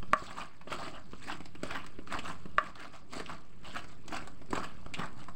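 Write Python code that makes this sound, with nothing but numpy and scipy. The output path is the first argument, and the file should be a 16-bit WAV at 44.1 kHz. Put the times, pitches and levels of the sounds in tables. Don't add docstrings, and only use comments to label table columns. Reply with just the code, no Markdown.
import sys
import numpy as np
from scipy import signal
from scipy.io import wavfile
from scipy.ndimage import uniform_filter1d

SR = 44100
rng = np.random.default_rng(int(sys.argv[2]) if len(sys.argv) > 2 else 0)


def inscribe(sig):
    pcm = np.round(np.clip(np.atleast_2d(sig).T, -1, 1) * 32767)
    wavfile.write(sys.argv[1], SR, pcm.astype(np.int16))


N = 236023
TIME = np.arange(N) / SR
FFT_HZ = abs(np.fft.fftfreq(4096, 1 / SR))


def amp(db):
    return 10 ** (np.asarray(db) / 20)


def unit(x):
    return x / np.sqrt(np.mean(x ** 2) + 1e-20)


def read(points, hz):
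    point_hz, value = np.transpose(points)
    return np.interp(np.log(hz + 1), np.log(point_hz + 1), value)


def add(mix, start_s, sound):
    part = mix[max(round(start_s * SR), 0):][:len(sound)]
    part += sound[:len(part)]


def through(x, response):
    return signal.oaconvolve(x, response / np.linalg.norm(response))[:N]


def causal(gain):
    log_spectrum = np.conj(signal.hilbert(np.log(gain + 1e-5)))
    click = np.fft.ifft(np.exp(log_spectrum)).real[:len(gain) // 2]
    return click / np.linalg.norm(click)


def colour(points):
    return causal(amp(read(points, FFT_HZ)))


# pitch_hz [Hz], relative_db [dB per Hz]
KITCHEN_COLOUR = [(15, 3), (35, 2), (70, 0.5), (180, 2.5), (300, -16.5), (600, -22), (1200, -44),
                  (3000, -41), (6000, -61), (8000, -45.5), (12000, -51)]


def kitchen(level_db=-52):
    return amp(level_db) * through(rng.standard_normal(N), colour(KITCHEN_COLOUR))


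def grains(count, per_s, spread_db):
    chance, sign, size = rng.random((3, count))
    heights = amp(spread_db * np.minimum(-np.log(1 - size), np.pi))
    return unit((chance < per_s / SR) * np.sign(sign - .5) * heights)


def judder(depth_db, hz):
    low_pass = signal.butter(2, hz, fs=SR, output="sos")
    wobble = unit(signal.sosfilt(low_pass, rng.standard_normal(N)))
    return unit(amp(depth_db * 2 * np.tanh(wobble / 2)))


# start_s [s], thud_db [dB], crack_db [dB], splash_db [dB]
CRACKS = [(0.027, -44.5, -42.5, -80), (0.133, -28, -18.5, -37), (0.222, -32, -34, -57),
          (0.308, -39, -29.5, -51), (0.374, -63, -31, -50), (0.613, -59, -39, -55.5),
          (0.674, -38, -37, -66), (0.727, -50, -28.5, -39.5), (0.879, -50, -31.5, -68),
          (1.133, -36, -38, -72), (1.283, -58, -31.5, -52.5), (1.298, -56, -26, -63),
          (1.405, -37.5, -40, -51), (1.456, -47, -42, -47), (1.551, -40.5, -40.5, -58),
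          (1.633, -30.5, -33.5, -38), (1.709, -47, -32, -43.5), (1.843, -45, -41, -56),
          (1.864, -59, -41, -46), (1.988, -39, -45, -68), (2.073, -51, -39.5, -54.5),
          (2.124, -46, -29, -50), (2.149, -34, -32, -55.5), (2.188, -40, -35, -46),
          (2.456, -39, -44.5, -67), (2.583, -35, -20.5, -39.5), (2.755, -63, -36.5, -43.5),
          (3.134, -48, -37, -40), (3.166, -36, -42, -57), (3.2, -28.5, -26, -41), (3.3, -52, -43, -48),
          (3.765, -48, -30, -43), (3.843, -44, -41.5, -52), (4.08, -66, -40.5, -41.5),
          (4.123, -32.5, -37, -66), (4.166, -43, -48, -41.5), (4.274, -47, -38.5, -47),
          (4.415, -43, -45.5, -59), (4.506, -32, -63, -44), (4.53, -24.5, -26, -41.5),
          (4.553, -45, -50, -39), (4.577, -36, -32, -43), (4.862, -37.5, -42, -57.5),
          (4.938, -44, -44, -39), (4.994, -34, -32.5, -49.5), (5.284, -46, -37.5, -57)]


def crushing(push, column, per_s, spread_db, judder_db, judder_hz, crack_db, pops=0):
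    stream = grains(N, per_s, spread_db) * judder(judder_db, judder_hz)
    stream = stream + pops * grains(N, per_s=45, spread_db=4.5)
    force = push * unit(stream)
    size, decay_s = 2000, 0.0058
    decay = np.exp(-np.arange(size) / SR / decay_s)
    for row in CRACKS:
        burst = grains(size, 9000, 2.1) * decay
        burst[0] += 2.5
        burst *= np.sqrt(size / np.sum(burst ** 2))
        add(force, row[0], amp(row[column] + crack_db) * burst)
    return force


# a thick cushion of pulp sounds hollow, bare grit thin
# start_s [s], hold_s [s], grit_db [dB], juice_db [dB], hollow_db [dB]
STROKES = [(0.181, 0.071, -44, -46, 7), (0.285, 0.039, -38, -49, 2.5), (0.38, 0.038, -31, -45, 3),
           (0.717, 0.027, -33, -45, -1), (0.789, 0.085, -38, -48, 5), (0.945, 0.027, -40, -60, 4),
           (1.11, 0.08, -61, -63.5, -2), (1.225, 0.019, -48.5, -49.5, -2), (1.289, 0.036, -37, -49.5, 2.5),
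           (1.656, 0.0095, -42.5, -48.5, -4.5), (1.714, 0.057, -34.5, -53.5, -2.5),
           (2.125, 0.039, -34.5, -49, 0.5), (2.255, 0.05, -38.5, -52, 0), (2.632, 0.058, -37.5, -50.5, 2),
           (2.79, 0.069, -38, -52, 0), (2.941, 0.02, -43, -52, 2.5), (3.133, 0.066, -39, -45.5, 5),
           (3.296, 0.038, -37.5, -53, 3), (3.655, 0.047, -45, -53.5, 3), (3.756, 0.028, -36.5, -50.5, -4.5),
           (3.89, 0.026, -52.5, -60.5, 2), (4.13, 0.039, -37, -49, 3.5), (4.19, 0.025, -42.5, -70, 0),
           (4.558, 0.025, -33.5, -52, 6.5), (4.628, 0.014, -38.5, -53.5, -3.5),
           (4.99, 0.056, -39, -57, 5.5), (5.188, 0.032, -52, -60, 8)]


def pressure(levels_db, attack_s, release_s, trail_db, trail_s, slide_db):
    power = amp(slide_db) ** 2 * np.ones(N)
    for (start_s, hold_s, *_), db in zip(STROKES, levels_db):
        early = np.maximum(start_s - TIME, 0)
        late = np.maximum(TIME - start_s - hold_s, 0)
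        rise = np.exp(-np.minimum(early / attack_s, 20))
        fall = np.exp(-late / release_s) + amp(trail_db) * np.exp(-late / trail_s)
        power += (amp(db) * rise * fall) ** 2
    return np.sqrt(power)


def shifting(x, depth_db, patch_hz, patch_s, size):
    hop = size // 4
    z = signal.stft(x, SR, nperseg=size, noverlap=size - hop)[2]
    field = rng.standard_normal(z.shape)
    for axis, span in enumerate((patch_hz * size / SR, patch_s * SR / hop)):
        field = signal.lfilter([1], [1, -np.exp(-1 / max(span, 1e-3))], field, axis=axis)
    patchy = z * amp(depth_db * unit(field))
    patchy = patchy * np.linalg.norm(z, axis=0) / (np.linalg.norm(patchy, axis=0) + 1e-12)
    return signal.istft(patchy, SR, nperseg=size, noverlap=size - hop)[1][:N]


# pitch_hz [Hz], relative_db [dB per Hz]
TABLE_COLOUR = [(30, 1.5), (70, -4.5), (130, -1), (250, 2.5), (390, -1.5), (490, -10.5), (620, -11.5),
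                (900, -37), (3000, -73)]
WEIGHT_DB, TYPICAL_GRIT_DB = -44.5, -35
WEIGHT_PER_GRIT, WEIGHT_PER_HOLLOW = 0.78, 0.38


def table():
    _, _, grit_db, _, hollow_db = np.transpose(STROKES)
    weight_db = WEIGHT_DB + WEIGHT_PER_GRIT * (grit_db - TYPICAL_GRIT_DB) + WEIGHT_PER_HOLLOW * hollow_db
    push = pressure(weight_db, attack_s=0.042, release_s=.03, trail_db=-12.5, trail_s=0.14, slide_db=-56.5)
    force = crushing(push, 1, per_s=1500, spread_db=-2.0, judder_db=1.5, judder_hz=29.8, crack_db=-6.5)
    boom = through(force, colour(TABLE_COLOUR))
    return amp(-1.0) * shifting(boom, depth_db=3, patch_hz=60, patch_s=.04, size=1024)


# pitch_hz [Hz], relative_db [dB], width_hz [Hz]
STONE_MODES = [(205, -33, 60), (400, -22, 150), (612, -8, 95), (1155, 0, 135), (1370, -10, 168),
               (1579, -15, 204), (1720, -11, 110), (1920, -15, 183), (2210, -28, 160), (2452, -26, 291),
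               (2808, -26, 297), (3696, -38, 925), (5370, -48, 1204), (7652, -49, 1926)]


def ring(contact_hz, rim_db=0):
    modes = sum(amp(db) / (1 + (2 * (FFT_HZ - hz) / width_hz) ** 2) ** 1.5 for hz, db, width_hz in STONE_MODES)
    middle_hz = 1200
    place = amp(rim_db / (1 + ((middle_hz / (FFT_HZ + 1)) ** 2) ** 2))
    softness = 1 + ((FFT_HZ / contact_hz) ** 2) ** 2
    return causal(place * modes / softness)


# pitch_hz [Hz], relative_db [dB per Hz]
GRIT_COLOUR = [(200, -40.5), (470, -18), (620, 0), (760, -1.5), (940, -2), (1130, 2), (1350, 0),
               (1750, -3.5), (2130, -9.5), (2400, -7), (2850, -6), (3700, -18), (5200, -27.5), (9500, -42)]


def grit(split_hz=1450):
    start_s, hold_s, grit_db, _, hollow_db = np.transpose(STROKES)
    push = pressure(grit_db, attack_s=0.017, release_s=0.019, trail_db=-20, trail_s=0.27, slide_db=-64)
    force = crushing(push, 2, per_s=2500, spread_db=2.0, judder_db=2.5, judder_hz=77, crack_db=-9.0, pops=0.07)
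    crunch = through(force, colour(GRIT_COLOUR))
    crunch = shifting(crunch, depth_db=5, patch_hz=450, patch_s=.012, size=256)
    ringing = through(force, ring(contact_hz=4700))
    stone = amp(-2.5) * crunch + amp(-19.5) * ringing
    low = signal.sosfiltfilt(signal.butter(2, split_hz, fs=SR, output="sos"), stone)
    hollow = amp(np.interp(TIME, start_s + hold_s / 2, hollow_db) / 2)
    return low * hollow + (stone - low) / hollow


# pitch_hz [Hz], relative_db [dB per Hz]
JUICE_COLOUR = [(700, -45.5), (2100, 8.5), (3000, 3), (4000, 3.5), (4650, 7), (5500, -3.5), (6900, -4),
                (7900, 3.5), (9000, -11), (10500, -20), (13500, -35.5), (15300, -17), (16000, -7)]


def juice():
    juice_db = np.transpose(STROKES)[3]
    push = pressure(juice_db, attack_s=.02, release_s=0.027, trail_db=-14, trail_s=0.22, slide_db=-69.5)
    force = crushing(push, 3, per_s=3000, spread_db=3.0, judder_db=2.0, judder_hz=105, crack_db=-8.0, pops=0.47)
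    fizz = through(force, colour(JUICE_COLOUR))
    return amp(0.5) * shifting(fizz, depth_db=4.5, patch_hz=800, patch_s=.005, size=128)


KNOCKS = [(0.1338, 20, 12500, 0.5), (0.6725, -10.5, 520, 4), (0.7174, -4, 564, 5), (0.74, -13, 564, 2),
          (1.633, -6, 455, -4), (1.653, -11.5, 447, 0), (2.583, 19, 12900, 5)]


def knocks(echo_s=.00385, echo_gain=0.15):
    out = np.zeros(N)
    for start_s, energy_db, contact_hz, rim_db in KNOCKS:
        blow = amp(energy_db) * ring(contact_hz, rim_db)
        add(out, start_s, blow)
        add(out, start_s + echo_s, echo_gain * blow)
    return out


SQUEAKS = [(0.264, -40.5, 3320, 0.029), (1.3, -42.5, 3120, 0.034), (2.188, -37, 2750, 0.0096),
           (3.258, -40, 2520, 0.013), (3.646, -44, 2840, 0.025), (3.696, -49, 3000, 0.04),
           (4.937, -37, 2650, .018), (4.943, -45, 3400, 0.017)]


def squeaks(width_hz=500):
    out = np.zeros(N)
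    for start_s, level_db, pitch_hz, length_s in SQUEAKS:
        count = int(2 * length_s * SR)
        slips = grains(count, 2100, 5.3)
        pocket = signal.lfilter(*signal.iirpeak(pitch_hz, pitch_hz / width_hz, fs=SR), slips)
        u = np.arange(count) / (length_s * SR / 3)
        swell = u * np.exp(1 - u)
        add(out, start_s, amp(level_db) * unit(pocket) * swell)
    band = signal.butter(2, (1400, 5500), "band", fs=SR, output="sos")
    return signal.sosfilt(band, out)


# pitch_hz [Hz], t60_s [s to fall 60 dB]
ROOM_DECAY = [(150, 0.25), (600, 0.2), (1200, 0.3), (3000, 0.21), (8000, 0.19), (16000, 0.13)]


def room(x, first_s=0.005, size=22050):
    taps = grains(size, 4000, 0.62) * (np.arange(size) > first_s * SR)
    hz, t, z = signal.stft(taps, SR, nperseg=256)
    fading = z * amp(-60 * t / read(ROOM_DECAY, hz)[:, None])
    return through(x, signal.istft(fading, SR, nperseg=256)[1])


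def scene():
    still = kitchen()
    grinding = table() + grit() + juice() + squeaks()
    blows = knocks()
    reflections = room(amp(-12.5) * grinding + amp(-16.0) * blows)
    return (grinding + blows + reflections + still)[None]


def record(dry, ceiling_db=-9.1, recovery_s=1.98, offset=0.027, size=24, edge_hz=15800):
    x = dry[0] + offset
    excess = np.maximum(1 - amp(ceiling_db) / (abs(x) + 1e-9), 0)
    ahead = np.roll(excess, -size // 2)
    fade = np.exp(-TIME / recovery_s)
    held = np.maximum.accumulate(ahead / fade) * fade
    cut = uniform_filter1d(held, size)
    low_pass = signal.firwin(255, edge_hz, window=("kaiser", 8), fs=SR)
    padded = np.pad(x * (1 - cut), len(low_pass) // 2, "edge")
    return signal.oaconvolve(padded, low_pass, "valid")[None]


dry = scene()
out = record(dry)
inscribe(out)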